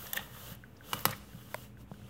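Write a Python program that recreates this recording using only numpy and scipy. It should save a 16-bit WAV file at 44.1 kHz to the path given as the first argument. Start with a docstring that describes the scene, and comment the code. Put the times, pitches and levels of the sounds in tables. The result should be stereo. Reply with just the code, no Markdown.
"""Palms rub over the paper label of a glass bottle, turned and pressed onto the rubber rollers of a jig.
The rubbing is shaped noise. The bottle knocks hard twice on the frame, with four weaker rebounds:
ringing modes with bursts of noise, one of them the bright top of the hardest knock.
The label snaps (noise bursts), flaps (short ringing modes) and scrapes (noise with resonances).
Small ticks, soft low pushes, a rattle and two dull taps are heard over workshop air noise and hum."""
import sys
import numpy as np
from scipy import signal
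from scipy.fft import rfft, irfft, next_fast_len
from scipy.io import wavfile
from scipy.ndimage import uniform_filter1d, map_coordinates

SR = 44100
rng = np.random.default_rng(int(sys.argv[2]) if len(sys.argv) > 2 else 0)


def dump(signal):
    """Clip the signal to [-1, 1] and save it as 16-bit WAV at the path in sys.argv[1]."""
    limited = np.clip(np.atleast_2d(signal).T, -1, 1)
    pcm = np.round(limited * 32767).astype(np.int16)
    wavfile.write(sys.argv[1], SR, pcm)


N = 92345
T = np.arange(SR // 4) / SR  # time axis of one short sound, in seconds

# How alike left and right are in rubbing sounds: f/Hz, likeness (1 = same, 0 = unrelated)
RUB_ALIKE = [(500, 0.95), (2000, 0.29), (5000, -0.12), (14000, -0.22)]
# Tone colour of the short noise bursts and of the scrape's hiss: f/Hz, relative level/dB per Hz
PAPER_COLOUR = [(700, -50), (1300, 0), (1900, -6), (2600, -27), (3700, -17.5), (4500, -13), (7300, -10.5),
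                (8300, -14.5), (10600, -17), (12900, -5), (16300, -8)]
# Tone colour of a hard crack: f/Hz, relative level/dB per Hz
CRACK_COLOUR = [(900, -31), (1800, -5), (2900, -11.5), (3700, -4), (6000, -7.5), (7000, -9.5), (8700, -6),
                (9700, -14), (11300, -2.5), (13000, -12), (15200, -7), (16300, -10)]


def amp(db):
    """Turns decibels into a gain."""
    return 10 ** (np.asarray(db) / 20)


def unit(x):
    """Scales a sound to rms 1."""
    return x / np.sqrt(np.mean(x ** 2) + 1e-20)


def along(points, hz):
    """Reads a (frequency, value) table at any frequency, on a log axis."""
    f, v = np.transpose(points)
    return np.interp(np.log(hz + 1), np.log(f + 1), v)


def curves(rows):
    """Draws straight lines between table rows: one curve for each column after the time."""
    s, *cols = np.transpose(rows)
    return [np.interp(np.arange(N) / SR, s, c) for c in cols]


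def filtered(x, response):
    """Filters a sound by multiplying its spectrum with a response."""
    m = next_fast_len(x.shape[-1] + 8192)  # spare room keeps the end from wrapping to the start
    spectrum = rfft(x, m) * response(np.fft.rfftfreq(m, 1 / SR))
    return irfft(spectrum, m)[..., :x.shape[-1]]


def sides(pan_db):
    """Left and right gains; pan_db is how much louder the left is."""
    return amp(np.multiply.outer([.5, -.5], pan_db))


def rush(spectrum, alike, patchy_db):
    """Stereo noise of rms 1, with smooth patches of random gain over time and frequency."""
    z = signal.stft(rng.standard_normal((2, N)), nperseg=512)[2]
    field = rng.standard_normal(z.shape[1:])
    field = uniform_filter1d(field, size=6, axis=0)
    field = uniform_filter1d(field, size=8, axis=1)
    pair = signal.istft(z * amp(patchy_db * unit(field)), nperseg=512)[1][:, :N]

    def mid_side_response(hz):
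        turn = np.arccos(np.clip(along(alike, hz), -1, 1)) / 2
        return amp(along(spectrum, hz)) * [np.cos(turn), np.sin(turn)]

    mid, side = filtered(pair, mid_side_response)
    return unit(np.array([mid + side, mid - side]))


def grain(depth_db):
    """A fast random gain of rms 1 that makes a sound rough."""
    per_s = 150  # random points per second
    knots = rng.standard_normal(int(N * per_s / SR) + 4)
    return unit(amp(depth_db * map_coordinates(knots, [np.arange(N) * per_s / SR])))


def ring(modes, rise_s, scatter_db):
    """Dying sine modes (f/Hz, level/dB, t60/s) of alternate sign, levels varied on every call."""
    total = 0
    for k, (hz, db, t60) in enumerate(modes):
        level_db = db + scatter_db * rng.standard_normal() - 60 * T / t60
        total = total + (-1) ** k * amp(level_db) * np.sin(2 * np.pi * hz * T)
    return total * (1 - np.exp(-T / rise_s))


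def tilted(modes, tilt_db, pivot_hz):
    """Makes modes brighter or duller by tilt_db per octave around a pivot."""
    return [(hz, db + tilt_db * np.log2(hz / pivot_hz), t60) for hz, db, t60 in modes]


def burst(spectrum, t60, alike, centre_hz=8000, octaves=10, spike_db=-60, rise_s=.0001):
    """A dying stereo noise burst around a centre frequency, led by a faster-dying spike."""
    spike_t60_s = 0.0074
    a, b = rng.standard_normal((2, len(T)))
    turn = np.arccos(np.clip(alike, -1, 1)) / 2
    pair = np.cos(turn) * a + np.multiply.outer([1, -1], np.sin(turn) * b)

    def response(hz):
        bell = np.exp(-.5 * (np.log2((hz + 1) / centre_hz) / octaves) ** 2)
        return amp(along(spectrum, hz)) * bell

    decay = amp(-60 * T / t60) + amp(spike_db - 60 * T / spike_t60_s)
    return unit(filtered(pair, response)) * decay * (1 - np.exp(-T / max(rise_s, 1 / SR)))


def swing(hz, peak_s):
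    """A short swing whose strength peaks at peak_s and then dies quickly."""
    return T / peak_s * np.exp(1 - T / peak_s) * np.sin(2 * np.pi * hz * T)


def silence():
    """An empty stereo stretch with spare room at the end."""
    return np.zeros((2, N + SR))


def add(out, s, sound, pan_db, lag_s=0):
    """Places a sound at time s; the left side hears it lag_s after the right."""
    sound = np.broadcast_to(sound, (2, len(T))) * sides(pan_db)[:, None]
    for ch, at in enumerate([s + lag_s / 2, s - lag_s / 2]):
        out[ch, round(at * SR):][:len(T)] += sound[ch]


def palms():
    """Skin sliding on paper: hiss, a bright top and a rough middle coloured by the bottle."""
    # Palms on the label: t/s, hiss level/dB, top over hiss/dB, middle over hiss/dB,
    # left over right/dB (hiss and top only)
    strokes = [(0, -54, 7, 1.5, -0.5), (0.03, -53.5, 8, 3, -1), (0.11, -55, 5, 2, 0),
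               (0.15, -54.5, -13, 6, -4), (0.22, -56.5, 5.5, 8.5, -2.5), (0.3, -61.5, 4, 2.5, -2.5),
               (0.36, -56.5, 5, 3.5, -1), (0.47, -52.5, 3.5, 1, -1.5), (0.53, -55.5, 6.5, 5, -2),
               (0.565, -66.5, -7, 5, -3), (0.6, -70, 0, 3.5, -3), (0.72, -74, 3, 2.5, -2),
               (0.82, -69.5, 1, 4.5, -3), (0.86, -59.5, 3, 3.5, -3), (0.91, -53, 3, 2, -1),
               (0.96, -51, 3.5, 4, -3.5), (1.03, -54, 4, 1, -0.5), (1.065, -58, -6, -1, -15),
               (1.095, -51.5, -7.5, 4.5, -10), (1.12, -52, 1, 2, -4.5), (1.14, -55, -2, -1.5, -3),
               (1.17, -57, -1, 0, -2), (1.2, -60.5, -3.5, -0.5, -2), (1.26, -62, -2, -1, -3),
               (1.4, -62.5, 3.5, 2, -2), (1.49, -62.5, 2, 0.5, -3), (1.52, -58, 3.5, 2, -1),
               (1.64, -58.5, 3.5, -0.5, -2), (1.7, -71, -1, 1.5, -3), (1.76, -77, -1, -2, -4),
               (1.81, -63.5, 1, 0, -2.5), (1.86, -78.5, 2, 4.5, -4), (1.92, -66, -2.5, -1, -4.5),
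               (2.02, -66.5, -1, 3, -4), (2.09, -65, -3, 4.5, -2)]
    # Tone colours of the three parts: f/Hz, relative level/dB per Hz
    hiss_colour = [(3200, -3), (4200, -5), (6200, -5), (9000, -7), (11500, -8)]
    top_colour = [(6180, -13), (10500, -16.5), (11800, -4.5), (15100, -4.5), (16000, -5), (16300, -2)]
    middle_colour = [(400, -8), (530, -3), (750, -10), (1100, -6), (1220, -3), (1400, -7), (2500, -13),
                     (2900, -2.5), (3400, -9), (4000, -16)]

    def closed(colour):
        # both ends fall away to almost nothing
        return [(colour[0][0] * .9, -120)] + list(colour) + [(colour[-1][0] * 1.1, -120)]

    hiss_db, top_db, middle_db, pan_db = curves(strokes)
    hiss = rush(closed(hiss_colour), RUB_ALIKE, patchy_db=0.4)
    top = amp(top_db) * rush(closed(top_colour), RUB_ALIKE, patchy_db=1)
    roughness = grain(1.5)
    middle = amp(middle_db) * roughness * rush(closed(middle_colour), RUB_ALIKE, patchy_db=2.0)
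    return amp(hiss_db) * ((hiss + top) * sides(pan_db) + middle)


def workshop():
    """Steady air noise plus hum made of narrow bands of noise, which waver by nature."""
    # Air of the workshop: f/Hz, relative level/dB per Hz
    air_colour = [(25, -38), (42, -11), (56, -23), (72, -7), (87, -2.5), (127, -3.5), (225, -9.5),
                  (251, -8.5), (455, -18.5), (507, -22), (665, -20.5), (741, -20.5), (2080, -29),
                  (2720, -28), (4680, -69), (16300, -57)]
    # How alike left and right are: f/Hz, likeness (1 = same, 0 = unrelated)
    air_alike = [(60, 0.83), (180, 0.95), (550, 0.39), (1650, 0.11), (4970, 0.054), (15000, 0.016)]
    # Hum bands: f/Hz, width/Hz, rms level/dB
    hum_bands = [(59, 6, -61), (119, 10, -58), (204, 5, -60), (298, 20, -72), (446, 20, -72),
                 (529, 36, -73.5)]
    air_db = -56
    hum = 0
    for hz, width, db in hum_bands:
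        band = filtered(rng.standard_normal(N), lambda f: 1 / (1 + ((f - hz) / width * 2) ** 2))
        hum = hum + amp(db) * unit(band)
    return amp(air_db) * rush(air_colour, air_alike, patchy_db=-0.24) + hum


def ticks():
    """Small ticks, each a few quickly dying modes."""
    # Ticks: t/s, level/dB (lowered by 2 dB below)
    times = [(0.0252, -44), (0.6373, -37.5), (0.8075, -42), (1.3323, -46.5), (1.5086, -51), (1.6386, -51),
             (1.7702, -48), (1.939, -48), (2.0155, -51)]
    # Modes of a tick: f/Hz, level/dB, t60/s
    tick_modes = [(1510, -1, 0.029), (1694, -6.5, 0.024), (1990, -3.5, 0.011)]
    out = silence()
    for s, db in times:
        add(out, s, amp(db - 2) * ring(tick_modes, rise_s=.0008, scatter_db=1), pan_db=-2.5)
    return out[:, :N]


def short_noise_bursts():
    """Noise bursts, each with its own pitch range and decay: label snaps and a knock's bright top."""
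    # Label snaps and, at 1.0539 s, the bright top of the hardest knock:
    # t/s, level/dB, left over right/dB, t60/s, centre f/Hz, width/octaves, rise/s
    events = [(.0678, -35.5, -5, 0.023, 3540, 0.83, .001), (.1327, -14, 1.5, 0.0066, 11000, 1.53, 0.00015),
              (.1335, -24.5, 4, 0.018, 9050, 0.74, 0.00027), (.167, -23.5, 8, 0.017, 12000, 1.1, 0.0011),
              (.1688, -25.5, -4, 0.031, 10900, 2.5, 0.00076), (.5496, -42, -1, .022, 10800, .6, .001),
              (.7656, -56, -4, 0.044, 5200, .28, 0.00086), (.9916, -33.5, -4, 0.017, 5000, 1.34, .0002),
              (1.0046, -35.5, 2, 0.04, 13200, 0.3, .001), (1.0539, -14, 3, 0.0132, 11230, 0.17, .0003),
              (1.1085, -27, -3.5, 0.021, 6460, 0.88, .002), (1.161, -43, -1, 0.056, 14000, .15, .005)]
    out = silence()
    for s, db, pan_db, t60, hz, octaves, rise_s in events:
        noise = burst(PAPER_COLOUR, t60, alike=0, centre_hz=hz, octaves=octaves, rise_s=rise_s)
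        add(out, s, amp(db) * noise, pan_db)
    return out[:, :N]


def catches():
    """The label edge catches and lets go: a short run of tiny random slips makes the paper ring."""
    # Catches: t/s, level/dB, brightness/dB per octave
    events = [(.1328, -28, 0.5), (0.1367, -35, -4), (.1645, -38, -3), (0.1709, -25, -2.5), (.1738, -28, 8),
              (.1922, -30, -3), (.2022, -37, -1)]
    # Modes of the flapping paper: f/Hz, level/dB, t60/s
    flap_modes = [(830, -11.5, 0.022), (1380, -21, .02), (1833, 2.5, 0.019), (2390, -15, 0.028),
                  (2960, -4.5, 0.014), (3550, -0.5, 0.018)]
    slip_s = .0007  # the slips fade with this time constant
    out = silence()
    for s, db, tilt_db in events:
        modes = tilted(flap_modes, tilt_db, pivot_hz=flap_modes[2][0])
        slips = rng.standard_normal(len(T)) * np.exp(-T / slip_s)
        slips = slips / np.linalg.norm(slips)
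        flap = signal.fftconvolve(ring(modes, rise_s=.0003, scatter_db=1.5), slips)[:len(T)]
        add(out, s, amp(db) * flap, pan_db=3, lag_s=-0.00011)
    return out[:, :N]


def scrape():
    """The label edge drags in a few uneven slips: paper hiss plus noise through body resonances."""
    # Dragging label edge: t/s, hiss level/dB, body level/dB
    drag = [(.145, -58, -69), (.157, -42, -55), (.166, -42, -40.5), (.172, -54, -37.5), (.185, -62, -46.5),
            (.195, -68, -44.5), (.215, -70, -64)]
    # Resonances of the body: f/Hz, width/Hz, level/dB
    resonances = [(370, 300, -9), (840, 460, -11.5), (1760, 280, 0.5), (2880, 360, 0.5), (3530, 330, -0.5)]
    before = (drag[0][0] - .01, -90, -90)
    after = (drag[-1][0] + .01, -90, -90)
    hiss_db, body_db = curves([before] + list(drag) + [after])

    def body_response(f):
        total = 0
        for k, (centre, width, db) in enumerate(resonances):
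            damping = 1j * f * width
            total = total + (-1) ** k * amp(db) * damping / (centre * centre - f * f + damping)
        return total

    a, b = rng.standard_normal((2, N))
    body = amp(body_db) * unit(filtered(np.array([a + b, a - b]), body_response))
    hiss = amp(hiss_db) * rush(PAPER_COLOUR[3:], RUB_ALIKE, patchy_db=1.5)
    return (hiss + body) * sides(10)[:, None]


def soft_pushes():
    """Soft low pushes: each is one short low swing."""
    # Pushes: t/s, level/dB, f/Hz
    pushes = [(.185, -43.5, 188), (.95, -39.5, 128), (0.518, -38.5, 171), (1.347, -38.5, 166),
              (2.025, -46, 105)]
    out = silence()
    for s, db, hz in pushes:
        add(out, s, amp(db) * swing(hz, peak_s=0.0041), 0)
    return out[:, :N]


def knocks():
    """Glass hits the frame: bottle modes, a noise crack, a first short swing and a frame thud."""
    # Two hard blows and four weaker rebounds: t/s, level/dB, crack trim/dB, thud trim/dB,
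    # left over right/dB (not the thud), brightness of the ring/dB per octave
    blows = [(0.932, -14, 0.5, -1, -1.5, 2.5), (0.94, -26, -2, -9, 4.5, -8.5),
             (1.054, -8.5, 3.5, 0.5, -1, -1.5), (1.0824, -26.5, -5, -1.5, 1, -5.5),
             (1.092, -31.5, 4, -23, -5, -7.5), (1.1082, -36.5, 7.5, -15.5, -3, -11)]
    # Modes of the bottle: f/Hz, level/dB, t60/s
    bottle_modes = [(512, -2.5, 0.02), (796, -0.5, 0.017), (1080, -4.5, 0.027), (1215, -18, 0.25),
                    (1293, -7, 0.063), (1610, -12.5, 0.057), (1953, -16, 0.08), (2337, -9, 0.034),
                    (2922, 3.5, 0.019), (4530, -19, 0.023)]
    # Modes of the frame: f/Hz, level/dB, t60/s
    frame_modes = [(46.2, -18, 0.6), (102.7, -1, 0.28), (134.4, 0, 0.27), (163.8, 0.5, 0.23), (204, 1, 0.2),
                   (296, 1, 0.11)]
    ring_db, crack_base_db, clack_db, thud_base_db = -14.5, -15, -7.5, -24
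    out = silence()
    for s, db, crack_db, thud_db, pan_db, tilt_db in blows:
        modes = tilted(bottle_modes, tilt_db, pivot_hz=1200)
        glass = amp(ring_db) * ring(modes, rise_s=.00015, scatter_db=1.5)
        crack = burst(CRACK_COLOUR, 0.043, alike=-0.3, spike_db=6.5)
        crack = amp(crack_db + crack_base_db) * crack
        clack = amp(clack_db) * swing(1164, peak_s=.0004)
        add(out, s, amp(db) * (glass + crack + clack), pan_db)
        thud = ring(frame_modes, rise_s=0.016, scatter_db=1)
        add(out, s, amp(db + thud_db + thud_base_db) * thud, 0)
    return out[:, :N]


def rattle():
    """The bottle settles on the rollers after the hardest knock: rough, patchy noise."""
    # Settling bottle: t/s, level/dB
    settling = [(1.052, -90), (1.058, -41), (1.075, -47), (1.086, -48), (1.1, -48), (1.112, -44),
                (1.13, -46), (1.16, -64), (1.2, -88)]
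    # Its tone colour: f/Hz, relative level/dB per Hz
    colour = [(250, -60), (350, -14.5), (510, -9.5), (940, -17), (1200, -3), (1450, -10), (1950, -4),
              (2500, -9.5), (4000, -16), (5500, -60)]
    level_db, = curves(settling)
    return amp(level_db) * grain(5) * rush(colour, RUB_ALIKE, patchy_db=3.5)


def dry_tap():
    """A tap felt through the camera: modes that reach left and right unequally, plus a faint crack."""
    # Modes: f/Hz, left level/dB, right level/dB, first swing (+1 or -1), right lag/turns, t60/s
    tap_modes = [(437, -19, -24, 1, 0.54, 0.029), (620, -39, -17, -1, 0.14, 0.025),
                 (990, -17.5, -25, -1, 0.075, 0.015), (1440, -17.5, -33, -1, 0.13, 0.0086),
                 (2090, -19, -39, 1, 0, 0.0083), (2550, -30, -55, -1, 0, 0.012)]
    rise_turns, low_cut_hz = 0.27, 380
    tap = 0
    for hz, left_db, right_db, first, turns, t60 in tap_modes:
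        rise = 1 - np.exp(-T * hz / rise_turns)  # low modes take longer to swell
        level = amp([[left_db], [right_db]] - 60 * T / t60)
        wave = np.sin(2 * np.pi * (hz * T - np.array([[0], [turns]])))
        tap = tap + np.sign(first) * rise * level * wave
    tap = filtered(tap, lambda f: (1j * f / low_cut_hz / (1 + 1j * f / low_cut_hz)) ** 2)
    crack = amp(-31) * burst(CRACK_COLOUR, .01, alike=.2)
    out = silence()
    add(out, 1.544, tap + crack, 0)
    return out[:, :N]


def soft_bump():
    """A soft bump, mostly on the left: one smooth pulse followed by a low ring."""
    # Ring after the bump: f/Hz, level/dB, t60/s
    bump_modes = [(150, -1, 0.045)]
    bump_s, width_s, pulse_hz = 1.9162, .00038, 600
    lead = 3 * width_s  # the pulse starts this long before its middle
    pulse = -np.exp(-.5 * ((T - lead) / width_s) ** 2) * np.cos(2 * np.pi * pulse_hz * (T - lead))
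    after = ring(bump_modes, rise_s=0.0011, scatter_db=2.0)
    after = np.pad(after, (round(2 * lead * SR), 0))[:len(T)]
    out = silence()
    add(out, bump_s - lead, amp(-34.5) * (pulse + after), pan_db=15.5)
    return out[:, :N]


def room(x):
    """Room echo: a noise tail in which each frequency dies at its own speed."""
    # Echo decay: f/Hz, t60/s
    decay = [(200, 0.18), (2000, 0.72), (12000, 0.19)]
    hz, t, z = signal.stft(rng.standard_normal((2, SR // 2)), SR, nperseg=256)
    tail = signal.istft(z * amp(-60 * t / along(decay, hz)[:, None]), SR, nperseg=256)[1]
    tail = tail / np.linalg.norm(tail[0])
    delayed = np.pad(x.mean(0), (120, 0))[None]  # the echo starts 120 samples late
    return signal.fftconvolve(delayed, tail, axes=1)[:, :N]


def scene():
    """Adds up all sources; the room answers the short contacts only."""
    contacts = ticks() + short_noise_bursts() + catches() + soft_pushes() + knocks()
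    echo = amp(-15) * room(contacts)
    steady = palms() + workshop()
    return steady + contacts + echo + scrape() + rattle() + dry_tap() + soft_bump()


def record(dry):
    """The left port is brighter; the top of the band falls steeply, and the signal rests off zero."""
    # Microphone ports: f/Hz, left over right/dB
    ports = [(100, -1.5), (1500, -2.5), (5000, 1), (12000, 5.5)]
    top_hz, edge_hz, edge_db_per_khz, offset = 17000, 15650, 42, -.0006

    def response(hz):
        edge = amp(-edge_db_per_khz * np.maximum(hz - edge_hz, 0) / 1000)
        return sides(along(ports, hz)) * edge * (hz < top_hz)

    return offset + filtered(dry, response)


dry = scene()
out = record(dry)
dump(out)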